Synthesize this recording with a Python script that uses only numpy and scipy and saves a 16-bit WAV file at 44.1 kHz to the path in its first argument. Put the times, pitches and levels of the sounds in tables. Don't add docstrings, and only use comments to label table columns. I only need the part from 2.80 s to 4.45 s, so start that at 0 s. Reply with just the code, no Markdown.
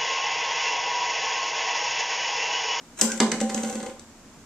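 import sys
import numpy as np
from scipy import signal
from scipy.fft import rfft, irfft
from scipy.io import wavfile

SR = 44100
rng = np.random.default_rng(int(sys.argv[2]) if len(sys.argv) > 2 else 0)


def unload_wav(signal):
    wavfile.write(
        sys.argv[1],
        SR,
        np.round(np.clip(np.atleast_2d(signal).T, -1, 1) * 32767).astype(np.int16),
    )


N = 72765
T = np.arange(N) / SR
FFT_SIZE = 131072
HZ = np.maximum(np.fft.rfftfreq(FFT_SIZE, 1 / SR), 1)

# (frequency [Hz], relative level [dB])
CLACK_SPECTRUM = [(40, -51), (90, -39), (135, -29), (200, -3.5), (450, -4.5), (650, -5.5), (1000, -2.5),
                  (1600, 0), (2100, -4), (2700, -4), (4000, -6.5), (6000, -14.5), (9000, -21.5),
                  (16000, -62.5)]
# (frequency [Hz], relative level [dB])
TICK_SPECTRUM = [(100, -34), (1000, -21.5), (3000, -4.5), (4500, -7.5), (6000, 4.5), (7700, 7.5),
                 (8600, -3.5), (9600, -13.5), (13500, -23), (15500, -30)]
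# (frequency [Hz], coherence [0-1])
DIFFUSE_COHERENCE = [(30, 0.74), (200, 1), (600, 0.93), (1400, .78), (3000, 0.16), (7000, 0), (14000, 0)]


def undb(db):
    return 10 ** (np.asarray(db) / 20)


def curve(table):
    hz, values = np.array(table, float).T
    return np.interp(np.log(HZ), np.log(hz), values)


def unit_power(db):
    return db - 10 * np.log10(np.mean(undb(db) ** 2))


def colour(x, db):
    cepstrum = irfft(np.log(undb(db)))
    cepstrum[1:FFT_SIZE // 2] *= 2
    cepstrum[FFT_SIZE // 2 + 1:] = 0
    return irfft(rfft(x, FFT_SIZE) * np.exp(rfft(cepstrum)))[..., :N]


def convolve(x, response):
    return irfft(rfft(x, FFT_SIZE) * rfft(response, FFT_SIZE))[..., :N]


def decay(t60):
    return np.exp(-np.minimum(np.log(1000) * T / t60, 20))


def delay(x, seconds):
    return np.pad(x, ((0, 0), (int(seconds * SR), 0)))[:, :N]


def diffuse_noise():
    mid, side = rfft(rng.standard_normal((2, FFT_SIZE)))
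    coherence = curve(DIFFUSE_COHERENCE)
    mid = mid * np.sqrt((1 + coherence) / 2)
    side = side * np.sqrt((1 - coherence) / 2)
    return irfft([mid + side, mid - side])[:, :N]


def impact(t60, coherence):
    size = 4096
    envelope = (decay(t60) + undb(3) * decay(t60=0.0013))[None]
    envelope = (envelope + undb(-6) * delay(envelope, seconds=0.0029))[:, :size]
    common = np.sqrt(coherence) * rng.standard_normal(size)
    separate = np.sqrt(1 - coherence) * rng.standard_normal((2, size))
    burst = envelope * (common + separate)
    burst /= np.sqrt(np.sum(burst ** 2, axis=1, keepdims=True))
    return np.pad(burst, ((0, 0), (0, N - size)))


def background():
    # (frequency [Hz], relative level [dB])
    spectrum = [(15, -41), (27, 9), (42, -12), (80, -2), (130, -8), (240, 1.5), (400, -9), (1000, -11),
                (2000, -16.5), (4000, -21), (7200, -15.5), (10000, -28.5), (13800, -33.5), (15000, -34)]
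    return undb(-49.5) * colour(diffuse_noise(), unit_power(curve(spectrum)))


def room_response():
    # (frequency [Hz], t60 [s], level [dB])
    bands = [(150, 0.65, 17.5), (503, 0.33, 11), (1140, 0.45, 2.5), (3000, 0.34, 0), (7230, 0.43, -5.5),
             (13500, 0.23, 4.5)]
    onset_s = 0.0036
    noise, response = rfft(diffuse_noise(), FFT_SIZE), 0
    log_centres = np.log([row[0] for row in bands])
    for share, (_, t60, db) in zip(np.eye(len(bands)), bands):
        envelope = decay(t60) * (1 - np.exp(-T / onset_s))
        band = irfft(noise * np.interp(np.log(HZ), log_centres, share))[:, :N]
        response += undb(db) * band * envelope / np.sqrt(np.sum(envelope ** 2))
    return response


def palm_pats():
    # (time [s], level [dB])
    landings = [(1.432, -34.5), (1.545, -31)]
    # (frequency [Hz], relative level [dB])
    spectrum = [(60, -21), (230, 4), (400, -6), (900, -31), (2500, -15), (6000, -39), (15000, -55)]
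    pats = sum(delay(undb(db) * impact(t60=0.053, coherence=0.98), s) for s, db in landings)
    return colour(pats, unit_power(curve(spectrum)))


def skid_squeak():
    peak_s, half_width_s = 0.303, 0.012
    centre_hz, glide_hz_per_s = 1550, 7000
    t = T - peak_s
    envelope = undb(-33) * np.exp(-(t / half_width_s) ** 2)
    return envelope * np.sin(2 * np.pi * (centre_hz * t + glide_hz_per_s * t ** 2 / 2))


def shell_filter(x, spectrum):
    # (frequency [Hz], bandwidth [Hz], gain [dB])
    resonances = [(2200, 110, 2.5), (3190, 1300, 2), (4520, 620, 5.5), (5140, 23, -12), (6260, 990, 3.5),
                  (7994, 47, 7)]
    lift_db = sum(db / (1 + (2 * (HZ - hz) / width) ** 2) for hz, width, db in resonances)
    return colour(x, unit_power(curve(spectrum) + lift_db))


def rolling():
    # (time [s], level [dB])
    contour = [(.16, -76), (.175, -43.5), (.185, -49), (.187, -34.5), (.21, -36.5), (.27, -41.5),
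               (.36, -47.5), (.42, -72), (.72, -47), (.77, -44.5), (.87, -43.5), (.97, -47.5),
               (1.08, -55.5), (1.14, -66)]
    grains_per_s, spread_db = 2500, 2
    hits = rng.random(N) < grains_per_s / SR
    grains = hits * rng.standard_normal(N) * undb(spread_db * rng.standard_normal(N))
    envelope = undb(np.interp(T, *np.array(contour).T, left=-120, right=-120))
    rustle = convolve(grains / np.std(grains) * envelope, impact(t60=0.015, coherence=0.4))
    return shell_filter(rustle, TICK_SPECTRUM) + undb(-4.5) * shell_filter(rustle, CLACK_SPECTRUM)


def ring(modes, scatter_db=2.5, detune=0.012):
    size = 28000
    t, ringing = T[:size], 0
    offsets = rng.uniform(-1.33, 1, (len(modes), 2))
    for (hz, db, t60, swell_s), (level_offset, pitch_offset) in zip(modes, offsets):
        envelope = np.exp(-np.log(1000) * t / t60) * (1 - np.exp(-t / swell_s))
        tone = np.sin(2 * np.pi * hz * (1 + detune * pitch_offset) * t)
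        ringing += undb(db + scatter_db * level_offset) * envelope * tone
    return np.pad(ringing, (0, N - size))[None]


def bounces():
    contacts = [ (.2127, -23, -26.5, -21.5, 1.5, 14040, 3.5), (.2153, -22, -36, -15, -18.5, 13900, 14.5),
                (.2250, -19.5, -35, -51, -26, 11000, -9), (.3184, -29, -35, -45, -10.5, 8600, -0.5),
                (0.3758, -65.5, -39, -32, -22, 9100, 9), (0.402, -11.5, -23.5, -4, 0.5, 6500, -4.5),
                (0.5171, -25.5, -26.5, -14, -5, 6940, -0.5), (.6031, -33, -41, -18.5, -26, 10000, 19.5),
                (.6120, -17, -19, -29.5, -14, 9350, -0.5), (.6940, -34.5, -30.5, -24, -30.5, 11500, 20),
                (.6986, -30, -28.5, -23.5, -20, 9000, -2), (.7450, -21, -27.5, -26, -10.5, 8040, -1),
                (.7767, -29.5, -31, -22, -21.5, 9000, 4), (.8338, -22, -24, -29.5, -16, 8430, 0),
                (.8468, -42, -56, -25.5, -22.5, 10200, -5), (.8981, -30, -25.5, -29, -18.5, 9850, 7),
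                (.9270, -27, -43, -29.5, -24, 9900, -4), (.9545, -28, -29.5, -26, -24, 9900, -1),
                (1.0011, -30, -37.5, -27.5, -32, 6900, -11), (1.0291, -31, -29.5, -27, -24, 8800, 2),
                (1.0624, -31.5, -32.5, -27, -34, 9050, 23), (1.0958, -40.5, -65, -35.5, -34, 8000, 0),
                (1.1952, -47, -64, -51, -25.5, 5270, 3)]
    # (frequency [Hz], level [dB], t60 [s], swell time [s])
    body_modes = [(224.2, 9.5, 0.22, 0.04), (230.7, -15.5, 0.85, 0.1), (192.9, -20, 0.39, 0.029),
                  (262.3, 5, 0.052, 0.0064)]
    # (frequency [Hz], level [dB], t60 [s], swell time [s])
    wall_modes = [(520.7, 2, 0.099, 0.0053), (539.4, 1.5, 0.14, 0.017), (572, -11, .22, 0.024),
                  (774.7, -12.5, 0.34, 0.0033), (795.4, -14, 0.099, 0.0014)]
    # (frequency [Hz], level [dB], t60 [s], swell time [s])
    base_modes = [(354.5, -37, 0.45, .01), (413.4, -28.5, 0.16, 0.0039), (436, -18.5, 0.18, 0.011),
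                  (605, -28, 0.24, 0.0055), (891, -29, 0.48, .003), (1034.5, -24, 0.28, 0.0072),
                  (1069, -34.5, 0.26, 0.006), (1820, -33, 0.25, 0.0029), (1973, -20, 0.1, 0.00067),
                  (2094, -31, 0.16, 0.0023), (2076, -22.5, 0.18, 0.0024)]
    knock_gain_db, hard_blow_db = 10, -6
    boom = ring(body_modes, scatter_db=0, detune=0)
    booms = rings = clacks = ticks = 0
    for s, boom_db, wall_db, clack_db, tick_db, cutoff_hz, pan_db in contacts:
        booms += delay(undb(boom_db) * boom, s)
        rings += delay(undb(wall_db) * ring(wall_modes) + undb(clack_db) * ring(base_modes), s)
        clack_t60 = 0.0255 + 0.000595 * max(hard_blow_db - clack_db, 0)
        clacks += delay(undb(knock_gain_db + clack_db) * impact(clack_t60, coherence=0.98), s)
        tick = delay(undb(knock_gain_db + tick_db) * impact(t60=0.013, coherence=0.73), s)
        lowpass = signal.butter(2, cutoff_hz, fs=SR, output="sos")
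        pan = undb(np.array([[pan_db], [-pan_db]]) / 2)
        ticks += pan * signal.sosfilt(lowpass, tick + 1e-18)
    knocks = shell_filter(clacks, CLACK_SPECTRUM) + shell_filter(ticks, TICK_SPECTRUM)
    return booms, rings, knocks


def scene():
    # (frequency [Hz], left minus right [dB])
    port_balance = [(200, -1), (1200, -1.5), (2500, -1.5), (4600, -3.5), (6000, -7.5), (7200, 5.5),
                    (8500, 16), (13000, 18.5)]
    booms, rings, knocks = bounces()
    contact_noise = knocks + rolling() + skid_squeak() + palm_pats()
    reverberation = convolve(contact_noise + undb(-11) * rings, room_response())
    left, right = booms + rings + contact_noise + reverberation
    left = np.pad(left, (1, 0))[:N]
    tilt_db = curve(port_balance) / 2
    return np.array([colour(left, tilt_db), colour(right, -tilt_db)]) + background()


def record(dry):
    cutoff_hz = 14600
    lowpass = signal.ellip(8, 0.2, 70, cutoff_hz, fs=SR, output="sos")
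    return signal.sosfilt(lowpass, np.clip(dry, -1, 1))


dry = scene()
out = record(dry)
unload_wav(out)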